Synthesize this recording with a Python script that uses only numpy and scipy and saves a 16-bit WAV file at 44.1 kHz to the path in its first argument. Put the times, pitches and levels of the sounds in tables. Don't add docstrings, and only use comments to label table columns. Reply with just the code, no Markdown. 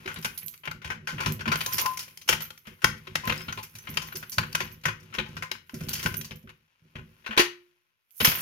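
import sys
import numpy as np
from scipy import signal
from scipy.fft import rfft, irfft, next_fast_len
from scipy.io import wavfile

SR = 44100
rng = np.random.default_rng(int(sys.argv[2]) if len(sys.argv) > 2 else 0)


def volts_from_decibels(level):
    exponent = np.asarray(level, float) / 20
    return 10 ** exponent


def wrap_up_sound(samples):
    columns = np.atleast_2d(samples).T
    tamed = np.clip(columns, -1, 1)
    steps = np.round(tamed * 32767).astype(np.int16)
    wavfile.write(sys.argv[1], SR, steps)


N = 370881
SIZE = 8192

# f/Hz, density/dB
HUSH_SPECTRUM = [(24, -35.5), (40, 2), (118, -21), (180, -1), (276, -7.5), (372, -9.5), (697, -28),
                 (2320, 7), (4030, -4), (16000, -40)]
# f/Hz, t60/s
ROOM_T60 = [(100, .3), (700, .26), (2000, .3), (5000, .25), (13000, .2)]
# f/Hz, level re direct/dB
ROOM_DB = [(100, -20), (450, -16), (1000, -8), (3000, -7), (14000, -7)]
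# f/Hz, level difference/dB
PORT_DB = [(60, 1), (500, -4), (850, 4.5), (1800, 5), (2700, 11), (4300, 6), (5500, 3), (7100, -2),
           (7800, -4), (9800, -1), (11000, -12.5), (12500, -10.5), (14500, -5)]
# f/Hz, phase/rad
PORT_LEAD_RAD = [(60, 0.65), (500, -1), (700, 1.38), (1600, 3), (2500, 1.02), (16000, 2.1)]
# f/Hz, share/1
COMMON_SHARE = [(60, 1), (450, 1), (700, 0.94), (1200, 0.6), (1900, 0.32), (2900, 0.53), (4000, 0.41),
                (16000, 0.12)]
# t/s, scrape level/dB, push level/dB, jingle level/dB
HANDLING = [(0, -55, -51.5, -67), (.3, -57.5, -72, -58), (.55, -73, -69, -68.5), (.94, -79, -60, -96),
            (1.29, -38, -42, -47.5), (1.38, -71, -52, -86), (1.6, -44, -46.5, -43.5),
            (1.83, -46.5, -49, -46.5), (2.22, -70, -67, -66.5), (2.36, -59, -48, -60.5),
            (2.6, -75, -72.5, -69.5), (3.2, -57, -57, -69.5), (3.3, -40.5, -42.5, -55.5),
            (3.68, -69.5, -67, -64.5), (3.95, -49, -55.5, -57), (4.4, -64, -58.5, -63.5),
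            (4.64, -47, -51, -58), (4.8, -68, -59, -74), (5.36, -56, -50.5, -73.5), (5.64, -81, -71.5, -78),
            (5.76, -57.5, -52, -59.5), (6.09, -47, -45, -48.5), (6.35, -72.5, -60, -73),
            (6.74, -74.5, -86.5, -90), (7.0, -68.5, -60.5, -77), (7.42, -65, -79.5, -73.5),
            (7.96, -82, -97, -92), (8.08, -83, -95, -84), (8.18, -71.5, -89, -46), (8.26, -46.5, -60, -33),
            (8.36, -35.5, -55, -40), (8.41, -41, -54, -33)]
# t/s, level/dB
COVER_BUMPS = [(7.266, -40.5), (7.375, -27.5), (7.395, -22)]
# t/s, level/dB
PLATE_SNAPS = [(1.674, -33), (1.822, -35.5), (1.84, -32), (1.8557, -25.5), (3.2365, -35), (6.0615, -41.5)]
# t/s, level/dB
CLINKS = [(0.2384, -44), (0.2644, -40), (0.3431, -47), (0.3765, -34), (0.4309, -45), (0.4618, -33),
          (0.4888, -34), (1.3259, -40), (1.5743, -38.5), (1.7335, -27), (1.7988, -28.5), (1.8577, -33),
          (2.4209, -30.5), (2.58, -58.5), (3.272, -35), (3.6321, -44), (3.7848, -60), (3.9014, -40.5),
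          (4.0731, -40.5), (4.1255, -42), (4.1704, -40), (4.2956, -36), (4.6418, -45), (4.7242, -44.5),
          (5.1577, -44), (5.3557, -51.5), (5.8945, -34.5), (5.9633, -44), (6.1689, -30), (6.3589, -53.5),
          (8.1125, -57)]
# t/s, level/dB
RING_CLINKS = [(8.2067, -34), (8.2274, -21), (8.2457, -14), (8.2844, -16), (8.2994, -18), (8.3544, -16),
               (8.3894, -49)]
# t/s, level/dB, ringing f/Hz
TICKS = [(0.1344, -41, 5240), (0.1431, -32, 10260), (0.188, -33, 13600), (0.2149, -39, 12300),
         (0.3785, -23.5, 12200), (0.4823, -24, 12200), (0.5774, -42, 12200), (1.3223, -23.5, 12200),
         (1.6744, -38, 12200), (1.8144, -18.5, 12060), (1.9994, -32.5, 5220), (3.2546, -29.5, 10500),
         (3.378, -33, 5100), (3.4181, -36, 5300), (3.786, -33, 6120), (4.1709, -22, 12150),
         (4.2967, -30, 12100), (5.0295, -50, 12300), (5.893, -23, 12300), (6.1684, -31, 12200),
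         (6.3584, -42, 12170), (8.1074, -49.5, 12250)]
# t/s, level/dB, leading f/Hz
THUDS = [(0.056, -30, 346), (0.166, -35.5, 151), (0.247, -34.5, 225), (0.427, -47.5, 151),
         (0.671, -30.5, 160), (0.846, -35.5, 107), (0.893, -34.5, 166), (1.123, -31, 161),
         (1.26, -20.5, 142), (1.38, -37, 167), (1.466, -21.5, 220), (2.293, -23.5, 520),
         (2.671, -38.5, 226), (2.833, -39, 380), (2.84, -20, 161), (3.071, -39, 353), (3.151, -34, 157),
         (3.272, -24.5, 235), (3.481, -32.5, 190), (3.568, -38.5, 365), (3.743, -45.5, 102),
         (3.889, -32.5, 226), (3.961, -38.5, 111), (4.147, -35.5, 364), (4.376, -24.5, 100),
         (4.543, -37, 167), (4.606, -32.5, 365), (4.85, -26, 151), (5.181, -27.5, 380), (5.358, -37, 167),
         (5.512, -40, 358), (5.734, -27.5, 215), (5.809, -28, 156.7), (6.053, -22.5, 164),
         (6.137, -32.5, 158), (6.307, -35.5, 177), (6.438, -39.5, 222.5), (6.82, -52.5, 175.5),
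         (6.952, -30, 175.6), (7.291, -32.5, 225), (7.39, -19.5, 353), (8.204, -20.5, 495),
         (8.216, -23.5, 252), (8.275, -16.5, 159.7)]
# t/s, level/dB, struck spot f/Hz, hardness (4-8 kHz)/dB, rattle t60/s
KNOCKS = [(.059, -27, 2510, -13, 0.057), (.075, -21.5, 2260, -13.5, .18), (.159, -28, 2410, -14, 0.11),
          (.225, -36, 2310, -2, 0.052), (.246, -16.5, 1390, -6.5, 0.08), (.375, -39, 3500, 0, 0.066),
          (.422, -38.5, 2110, -16, 0.081), (.538, -38.5, 2380, -7, 0.041), (.634, -32.5, 2730, -25, 0.21),
          (.654, -28, 2070, -11.5, 0.05), (.674, -19, 1360, -25, 0.036), (.712, -24.5, 1290, -7, 0.023),
          (.817, -37.5, 2050, -16, 0.1), (.844, -26.5, 1960, -10, .18), (.901, -22, 1970, -16.5, 0.13),
          (1.072, -23.5, 1560, -7.5, 0.23), (1.18, -23, 1030, -29, 0.2), (1.203, -19.5, 1370, -11.5, 0.26),
          (1.259, -16, 1050, -8, 0.12), (1.392, -29, 2500, -12.5, 0.073), (1.407, -27, 1560, -12, .077),
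          (1.455, -20.5, 1410, -17.5, .15), (1.477, -16, 865, -18, 0.1), (1.516, -13, 1120, -12, 0.17),
          (1.556, -17.5, 1130, -8.5, 0.028), (1.606, -14, 3100, -10.5, 0.094), (1.661, -23, 1020, 0, 0.034),
          (1.724, -28, 2340, 4.5, 0.25), (1.781, -18.5, 2900, -2, 0.14), (1.859, -18, 1010, -2.5, 0.027),
          (1.972, -28, 2580, 4.5, 0.038), (1.99, -31, 3130, 2.5, 0.14), (2.027, -37, 2780, 1.4, 0.063),
          (2.079, -41, 2930, -6.5, 0.049), (2.173, -38, 3000, 1.5, 0.03), (2.214, -39.5, 3340, -1.5, 0.059),
          (2.277, -25.5, 2240, -2.5, 0.17), (2.288, -6, 2400, -2.5, 0.12), (2.326, -13, 2240, -10.5, .064),
          (2.404, -29, 2700, -3.5, 0.2), (2.504, -32, 2440, -8, 0.027), (2.576, -39.5, 2940, -2.5, 0.031),
          (2.653, -41.5, 2450, -19.5, .084), (2.669, -34.5, 2380, -13.5, 0.3),
          (2.818, -32, 1500, -10, 0.22), (2.843, -3, 1120, -10.5, 0.02), (3.07, -29.5, 2660, -16, 0.068),
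          (3.154, -11.5, 2380, -6.5, 0.035), (3.24, -31, 1020, -11, 0.22), (3.274, -17.5, 2600, -12, 0.071),
          (3.296, -13, 2120, -18, 0.068), (3.323, -17, 1530, -15.5, 0.045), (3.405, -33.5, 2070, -12, 0.12),
          (3.482, -22, 2710, -20, 0.15), (3.524, -23, 1450, -7, 0.037), (3.574, -26, 865, -13.5, 0.11),
          (3.629, -37, 2220, 1, 0.083), (3.752, -37.5, 2370, 0, 0.12), (3.871, -28, 2120, -22, 0.089),
          (3.971, -12.5, 2700, -9.5, 0.042), (4.018, -32, 1040, -1, 0.18), (4.085, -32.5, 1820, -19, 0.026),
          (4.121, -31, 1510, -17, 0.13), (4.154, -30.5, 1500, 5.5, 0.11), (4.227, -30, 1490, -14, 0.068),
          (4.318, -36.5, 3000, 10, 0.25), (4.382, -7.5, 1470, -10.5, 0.042), (4.432, -24, 1440, -22, 0.083),
          (4.527, -33, 3230, 0, 0.024), (4.549, -10.5, 2020, -7, 0.039), (4.603, -18.5, 2580, -11, 0.1),
          (4.836, -32.5, 2750, -10, 0.079), (4.854, -13.5, 1740, -10, 0.097),
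          (4.881, -17, 1910, -18.5, 0.09), (5.125, -36, 1610, -22, .12), (5.139, -26, 2050, -9.5, 0.14),
          (5.184, -16, 2850, -19.5, 0.081), (5.259, -36, 860, -15.5, 0.18), (5.367, -26, 1430, -10, 0.049),
          (5.423, -22, 1520, -8.5, 0.1), (5.514, -16.5, 2530, -5, 0.03), (5.552, -35.5, 1430, -25, 0.028),
          (5.694, -33.5, 1430, -11.5, .04), (5.741, -37, 1400, 1, 0.13), (5.806, -34, 1490, -2.5, 0.14),
          (5.885, -28, 3280, -1.5, 0.26), (5.931, -27, 2930, 7, 0.061), (5.951, -28.5, 2810, -0.5, 0.2),
          (5.996, -29.5, 2830, -2.5, 0.13), (6.028, -26.5, 1890, 1, .16), (6.059, -11, 1390, -10.5, 0.051),
          (6.141, -25, 1870, -2, .024), (6.211, -31.5, 3340, -0.5, 0.033), (6.245, -35, 3300, 1, 0.12),
          (6.308, -29, 2800, -16, 0.1), (6.473, -42, 1390, -20, .053), (6.492, -38, 2240, -17, 0.053),
          (6.954, -31.5, 2970, -21, .11), (6.985, -35, 857, -18.5, 0.084), (7.243, -40, 2620, -23.5, 0.17),
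          (7.262, -24.5, 1520, -16.5, 0.22), (7.308, -23.5, 2120, -23, 0.23), (7.366, -26, 900, -14, .04),
          (7.375, -4.5, 2600, -9.5, .12), (7.391, -6.5, 2400, -9, 0.13), (8.202, -15, 3420, -11.5, 0.2),
          (8.246, -8, 2700, -6, 0.14), (8.27, -11.5, 3500, -8, .18), (8.316, -16.5, 2210, -9, 0.063)]
# f/Hz, level/dB, t60/s
WALL_BOX = [(58, -16, .08), (112, -4, .12), (156, 0, .13), (218, -4, .1), (285, -11, .06), (372, -7, .1),
            (494, -6, .08), (600, -10, .05)]
COVER = [(357, -1, .15), (354, -11, .55), (385, -8, .09), (424, -3, .15), (890, -10, .12), (1545, -4, .18),
         (2143, -7, .13), (2396, -7, .16)]
PLATE = [(1028, 0, .26), (1042, -11, .1)]
KEYS = [(6207, -20, .12), (9350, -19, .05), (10260, -15, .15), (10470, -19, .1), (12110, -6, .1),
        (12190, -2, .11), (12280, -5, .1), (15160, -12, .12)]
LONG_KEY = [(13200, -7, .1), (13740, -11, .07), (14480, -20, .06)]
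# f/Hz, level/dB
CRACK = [(400, -7.5), (700, -12), (1000, -5.5), (1800, -4.5), (2700, -2), (4000, -14), (6300, -13.5),
         (8000, -22.5), (10000, -11.5), (12500, -9), (15500, -12.5)]
# f/Hz, width/Hz, lift over crack/dB
HOUSING = [(516, 17, 7.5), (860, 47, 6), (1030, 150, 6), (1390, 220, 5.5), (1525, 120, 6), (1906, 270, 3),
           (2120, 65, 4), (2330, 30, 3.5), (2850, 47, 1), (3094, 260, 3.5), (3958, 800, 6.5),
           (4600, 220, 7.5), (5640, 190, 4.5), (5750, 250, -0.5)]
KEY_TIPS = [(5300, 150, 8), (6200, 120, 8), (10300, 150, 7), (12190, 220, 9), (13750, 200, 7),
            (15200, 200, 7)]
TILT_HZ = [3000, 5500, 6820, 11440]
LIGHT_BASS_HZ = [703, 2200]

HUSH_DB = -87
KEYS_LEAVE_S = 6.5
LEAN_DB, LEAN_DB_PER_OCTAVE, LEAN_RISE_S, LEAN_T60_S = -8.0, -3.5, 0.012, 0.31
COVER_SHUT_S, HAND_GONE_DB = 7.2, -20
BRUSH_RE_JINGLE_DB, SWAY_RE_CLINK_DB, SWAY_T60_S = -12.5, -33, 0.73
FIRM_SHARE = 0.75
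TAPS_PER_S, TAP_RE_SCRAPE_DB, TAP_SPREAD_DB = 10, 12.0, 4
TAP_HARD_DB, TAP_HARD_SPREAD_DB, TAP_T60_S = -4.0, 4.9, 0.05
EDGE_RE_HARD_DB, EDGE_DB_PER_DB = -7, -0.075
EDGE_FOLLOWS_JINGLE = 0.38
LIGHT_BELOW_DB, LIGHT_LOSS_DB_PER_DB = -24.5, 0.41


def at_hz(points, hz):
    f, value = np.transpose(points)
    return np.interp(np.log(hz + 1), np.log(f), value)


def rms_one(x):
    return x / np.sqrt(np.mean(np.abs(x) ** 2) + 1e-20)


def mode_bank(modes, hz):
    f, level_db, t60 = np.transpose(modes)[:, :, None]
    r = volts_from_decibels(-60 / (t60 * SR))
    w = 2 * np.pi * f / SR
    z = np.exp(-2j * np.pi * hz / SR)
    return volts_from_decibels(level_db) * np.sin(w) * z / (1 - 2 * r * np.cos(w) * z + r * r * z * z)


def band(hz, low_hz, high_hz):
    sos = signal.butter(3, [low_hz, high_hz], "band", fs=SR, output="sos")
    return signal.sosfreqz(sos, hz, fs=SR)[1]


def grit(shape, per_s, spread_db):
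    sizes = volts_from_decibels(spread_db * np.minimum(rng.exponential(1, shape), 4))
    signs = rng.choice([-1, 1], shape)
    return sizes * signs * (rng.random(shape) < per_s / SR)


def add(out, at_s, bursts):
    for k, i in enumerate((np.asarray(at_s) * SR).astype(int)):
        out[..., i:i + bursts.shape[-1]] += bursts[..., k, :N - i]
    return out


def two_paths(common, left, right, hz):
    share = at_hz(COMMON_SHARE, hz)
    return np.sqrt(share) * common + np.sqrt(1 - share) * np.array([left, right])


def near_pitch(modes, spot_hz, octaves):
    distance = np.log2(np.array(modes)[:, 0] / spot_hz) / octaves
    return np.exp(-.5 * distance ** 2)


def body(hz, strengths, tilt_db=0):
    f, width, lift_db = np.transpose(HOUSING + KEY_TIPS)[:, :, None]
    resonances_db = strengths @ (lift_db / (1 + (2 * (hz - f) / width) ** 2))
    level_db = at_hz(CRACK, hz) + tilt_db + resonances_db
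    cepstrum = irfft(level_db * np.log(10) / 20)
    half = cepstrum.shape[-1] // 2
    cepstrum[..., 1:half] *= 2
    cepstrum[..., half + 1:] = 0
    return np.exp(rfft(cepstrum))


def hush(size):
    hz = np.fft.rfftfreq(size, 1 / SR)
    noise = rfft(rng.standard_normal((2, size)))
    return volts_from_decibels(HUSH_DB) * rms_one(irfft(noise * volts_from_decibels(at_hz(HUSH_SPECTRUM, hz)), size)[:, :N])


def room(size):
    t, hz = np.arange(SR // 2) / SR, np.fft.rfftfreq(size, 1 / SR)
    out = 0
    for mid_hz in 80 * 2.0 ** np.arange(8):
        decay = volts_from_decibels(-60 * t / at_hz(ROOM_T60, mid_hz)) * np.clip(t / 0.0013, 0, 1)
        tail = rng.standard_normal((2, len(t))) * decay
        tail /= np.sqrt(np.sum(tail ** 2, axis=1, keepdims=True))
        octaves_off = np.abs(np.log2(np.clip(hz, 80, 10240) / mid_hz))
        out = out + rfft(tail, size) * np.sqrt(np.clip(1 - octaves_off, 0, 1))
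    return out * volts_from_decibels(at_hz(ROOM_DB, hz))


def port_responses(hz):
    side = np.array([[.5], [-.5]])
    ports = volts_from_decibels(side * at_hz(PORT_DB, hz)) * np.exp(1j * side * at_hz(PORT_LEAD_RAD, hz))
    return ports / np.abs(ports).mean(axis=0)


def hand(at_s):
    s, *levels = np.transpose(HANDLING)
    return [np.interp(at_s, s, db) for db in levels]


def aftermath(events, gain_db, rise_s, t60_s):
    s, level_db = np.transpose(events)[:2]
    kicks = np.zeros(N)
    np.add.at(kicks, (s * SR).astype(int), volts_from_decibels(level_db + gain_db))
    fall, rise = volts_from_decibels(-60 / (t60_s * SR)), np.exp(-1 / (rise_s * SR))
    return signal.lfilter([1 - rise], np.convolve([1, -fall], [1, -rise]), kicks + 1e-18)


def handling():
    scrape, push, jingle = volts_from_decibels(np.array(hand(np.arange(N) / SR)))
    thud_s, _, thud_hz = np.transpose(THUDS)
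    lean_db = LEAN_DB + LEAN_DB_PER_OCTAVE * np.log2(np.maximum(thud_hz / 180.0, 1))
    lean_db = lean_db + HAND_GONE_DB * (thud_s > COVER_SHUT_S)
    push = push + aftermath(THUDS, lean_db, LEAN_RISE_S, LEAN_T60_S)
    size = 2 * next_fast_len(N // 2 + SIZE)
    hz = np.fft.rfftfreq(size, 1 / SR)
    shell = body(hz, np.full(len(HOUSING + KEY_TIPS), .6))
    hollow = mode_bank(WALL_BOX, hz).sum(axis=0)
    out = 0
    for level, per_s, colour in ((scrape, 1200.0, shell * band(hz, 320, 8000)),
                                 (push, 400.0, hollow * band(hz, 50, 400)),
                                 (jingle, 900.0, shell * band(hz, 7000, 17000))):
        contacts = rfft(level * rms_one(grit((3, N), per_s, spread_db=3.5)), size)
        out = out + two_paths(*contacts, hz) * rms_one(colour)
    return irfft(out, size)[:, :N]


def swing():
    t = np.arange(N) / SR
    size = 2 * next_fast_len(N // 2 + SIZE)
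    hz = np.fft.rfftfreq(size, 1 / SR)
    brushing = volts_from_decibels(hand(t)[2] + BRUSH_RE_JINGLE_DB)
    swaying = aftermath(CLINKS, SWAY_RE_CLINK_DB, .02, SWAY_T60_S)
    level = (brushing + swaying) * (t < KEYS_LEAVE_S)
    brushes = rfft(level * rms_one(grit((3, N), per_s=150.0, spread_db=7.0)), size)
    ringing = rms_one(mode_bank(KEYS, hz).sum(axis=0))
    return irfft(two_paths(*brushes, hz) * ringing, size)[:, :N]


def struck(events, modes, touch_s):
    s, level_db = np.transpose(events)
    size = 4 * SIZE
    hz = np.fft.rfftfreq(size, 1 / SR)
    strengths = volts_from_decibels(level_db[:, None] + rng.normal(0, 3, (len(s), len(modes))))
    chatter = rng.standard_normal((3, len(s), size)) * np.exp(-np.arange(size) / SR / touch_s)
    chatter = rfft(chatter / np.sqrt(np.sum(chatter ** 2, axis=2, keepdims=True)))
    chatter[0] = np.sqrt(FIRM_SHARE) + np.sqrt(1 - FIRM_SHARE) * chatter[0]
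    ringing = irfft(two_paths(*chatter, hz) * (strengths @ mode_bank(modes, hz)), size)
    return add(np.zeros((2, N)), s, ringing * np.linspace(1, 0, size))


def cover_bumps():
    return struck(COVER_BUMPS, COVER, touch_s=0.00074)


def plate_snaps():
    return struck(PLATE_SNAPS, PLATE, touch_s=0.0083)


def key_clinks():
    return struck(CLINKS, KEYS, touch_s=0.0023)


def ring_clinks():
    return struck(RING_CLINKS, LONG_KEY, touch_s=0.0023)


def ticks():
    s, level_db, ring_hz = np.transpose(TICKS)[:, :, None]
    hz, t = np.fft.rfftfreq(SIZE, 1 / SR), np.arange(SIZE) / SR
    snap = rfft(rng.standard_normal((3, len(s), SIZE)) * np.exp(-t / 0.00083))
    ring = rfft(np.sin(2 * np.pi * ring_hz * t) * volts_from_decibels(-60 * t / 0.092))
    out = irfft(two_paths(*snap, hz) * (band(hz, 2500, 18000) + volts_from_decibels(-22.5) * ring), SIZE)
    out = out / np.abs(out).max(axis=(0, 2), keepdims=True)
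    return add(np.zeros((2, N)), s[:, 0], out * volts_from_decibels(level_db + 5.0))


def thuds():
    s, level_db, spot_hz = np.transpose(THUDS)[:, :, None]
    size = 2 * SIZE
    hz, t = np.fft.rfftfreq(size, 1 / SR), np.arange(size) / SR
    push = rfft(rng.standard_normal((len(s), size)) * np.exp(-t / 0.01))
    strengths = volts_from_decibels(rng.normal(0, 2, (len(s), len(WALL_BOX))))
    strengths = strengths * (.1 + near_pitch(WALL_BOX, spot_hz, octaves=.21))
    out = irfft(push * (strengths @ mode_bank(WALL_BOX, hz)) * band(hz, 38, 700), size)
    out = out / np.abs(out).max(axis=1, keepdims=True)
    return add(np.zeros(N), s[:, 0], out * volts_from_decibels(level_db - 2.0))


def taps():
    when, size, spot, hard = rng.random((int(TAPS_PER_S * KEYS_LEAVE_S), 4)).T
    s = when * KEYS_LEAVE_S
    level_db = hand(s)[0] + TAP_RE_SCRAPE_DB + TAP_SPREAD_DB * (2 * size - 1)
    spot_hz = 1400 * 2 ** (0.89 * spot)
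    hard_db = TAP_HARD_DB + TAP_HARD_SPREAD_DB * (2 * hard - 1)
    return np.transpose([s, level_db, spot_hz, hard_db, np.full(len(s), TAP_T60_S)])


def bounces(count, t, per_s, dying_s):
    hits = np.abs(grit((count, len(t)), per_s, spread_db=0.0))
    hits[:, 0] = 1.04
    spurt = (1 - np.exp(-t / 0.0007)) * np.exp(-t / dying_s)
    return irfft(rfft(hits, 2 * len(t)) * rfft(spurt, 2 * len(t)))[:, :len(t)]


def blow_tilt_db(hz, s, level_db, hard_db):
    scrape_db, _, jingle_db = hand(s)
    edge_db = hard_db + EDGE_RE_HARD_DB + EDGE_DB_PER_DB * (level_db - level_db.mean())
    edge_db = edge_db + EDGE_FOLLOWS_JINGLE * (jingle_db - scrape_db)
    edge = np.interp(hz, TILT_HZ[2:], [0, 1])
    middle = np.interp(hz, TILT_HZ[:2], [0, 1]) - edge
    light_db = np.maximum(LIGHT_BELOW_DB - level_db, 0) * np.clip(1 + hard_db / 13.0, 0, 1)
    bass_loss_db = LIGHT_LOSS_DB_PER_DB * light_db * np.interp(hz, LIGHT_BASS_HZ, [1, 0])
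    return middle * (hard_db + 11.5) + edge * (edge_db + 8.5) - bass_loss_db


def knocks():
    s, level_db, spot_hz, hard_db, t60 = np.transpose(np.vstack([KNOCKS, taps()]))[:, :, None]
    hz, t = np.fft.rfftfreq(SIZE, 1 / SR), np.arange(SIZE) / SR
    contacts = grit((3, len(s), SIZE), per_s=9000.0, spread_db=3.0)
    swell = 1 - np.exp(-t / 0.0016) + bounces(len(s), t, per_s=110.0, dying_s=0.0072)
    rattle = rfft(contacts * swell * volts_from_decibels(-60 * t / np.clip(t60, .01, .18)))
    resonances = HOUSING + KEY_TIPS
    strengths = 1.5 * rng.uniform(0, 1, (len(s), len(resonances))) ** 2
    strengths = strengths + 1.2 * near_pitch(resonances, spot_hz, octaves=0.38)
    colour = body(hz, strengths, blow_tilt_db(hz, s, level_db, hard_db)) * band(hz, 380, 17000)
    sound = two_paths(*rattle, hz) * colour
    middle = irfft(sound.mean(axis=0) * band(hz, 700, 4000), SIZE)
    peak = np.abs(middle).max(axis=1, keepdims=True)
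    out = irfft(sound, SIZE) / peak * volts_from_decibels(level_db - 1.5)
    return add(np.zeros((2, N)), s[:, 0], out * np.clip((t[-1] - t) / .05, 0, 1))


def scene():
    near = handling() + swing() + cover_bumps() + plate_snaps() + key_clinks() + ring_clinks()
    near = near + ticks() + thuds() + knocks()
    size = next_fast_len(N + SR)
    hz = np.fft.rfftfreq(size, 1 / SR)
    at_ports = rfft(near, size) * port_responses(hz) * (1 + room(size))
    return irfft(at_ports, size)[:, :N] + hush(size)


def roll_off(x):
    return signal.sosfilt(signal.butter(12, 17010, fs=SR, output="sos"), x)


def record(dry):
    rounded = 1.557 * np.tanh(dry / 1.566)
    top_cut = signal.cheby2(12, 45, 16350, fs=SR, output="sos")
    mix = signal.sosfilt(top_cut, rounded)
    return roll_off(mix)


dry = scene()
out = record(dry)
wrap_up_sound(out)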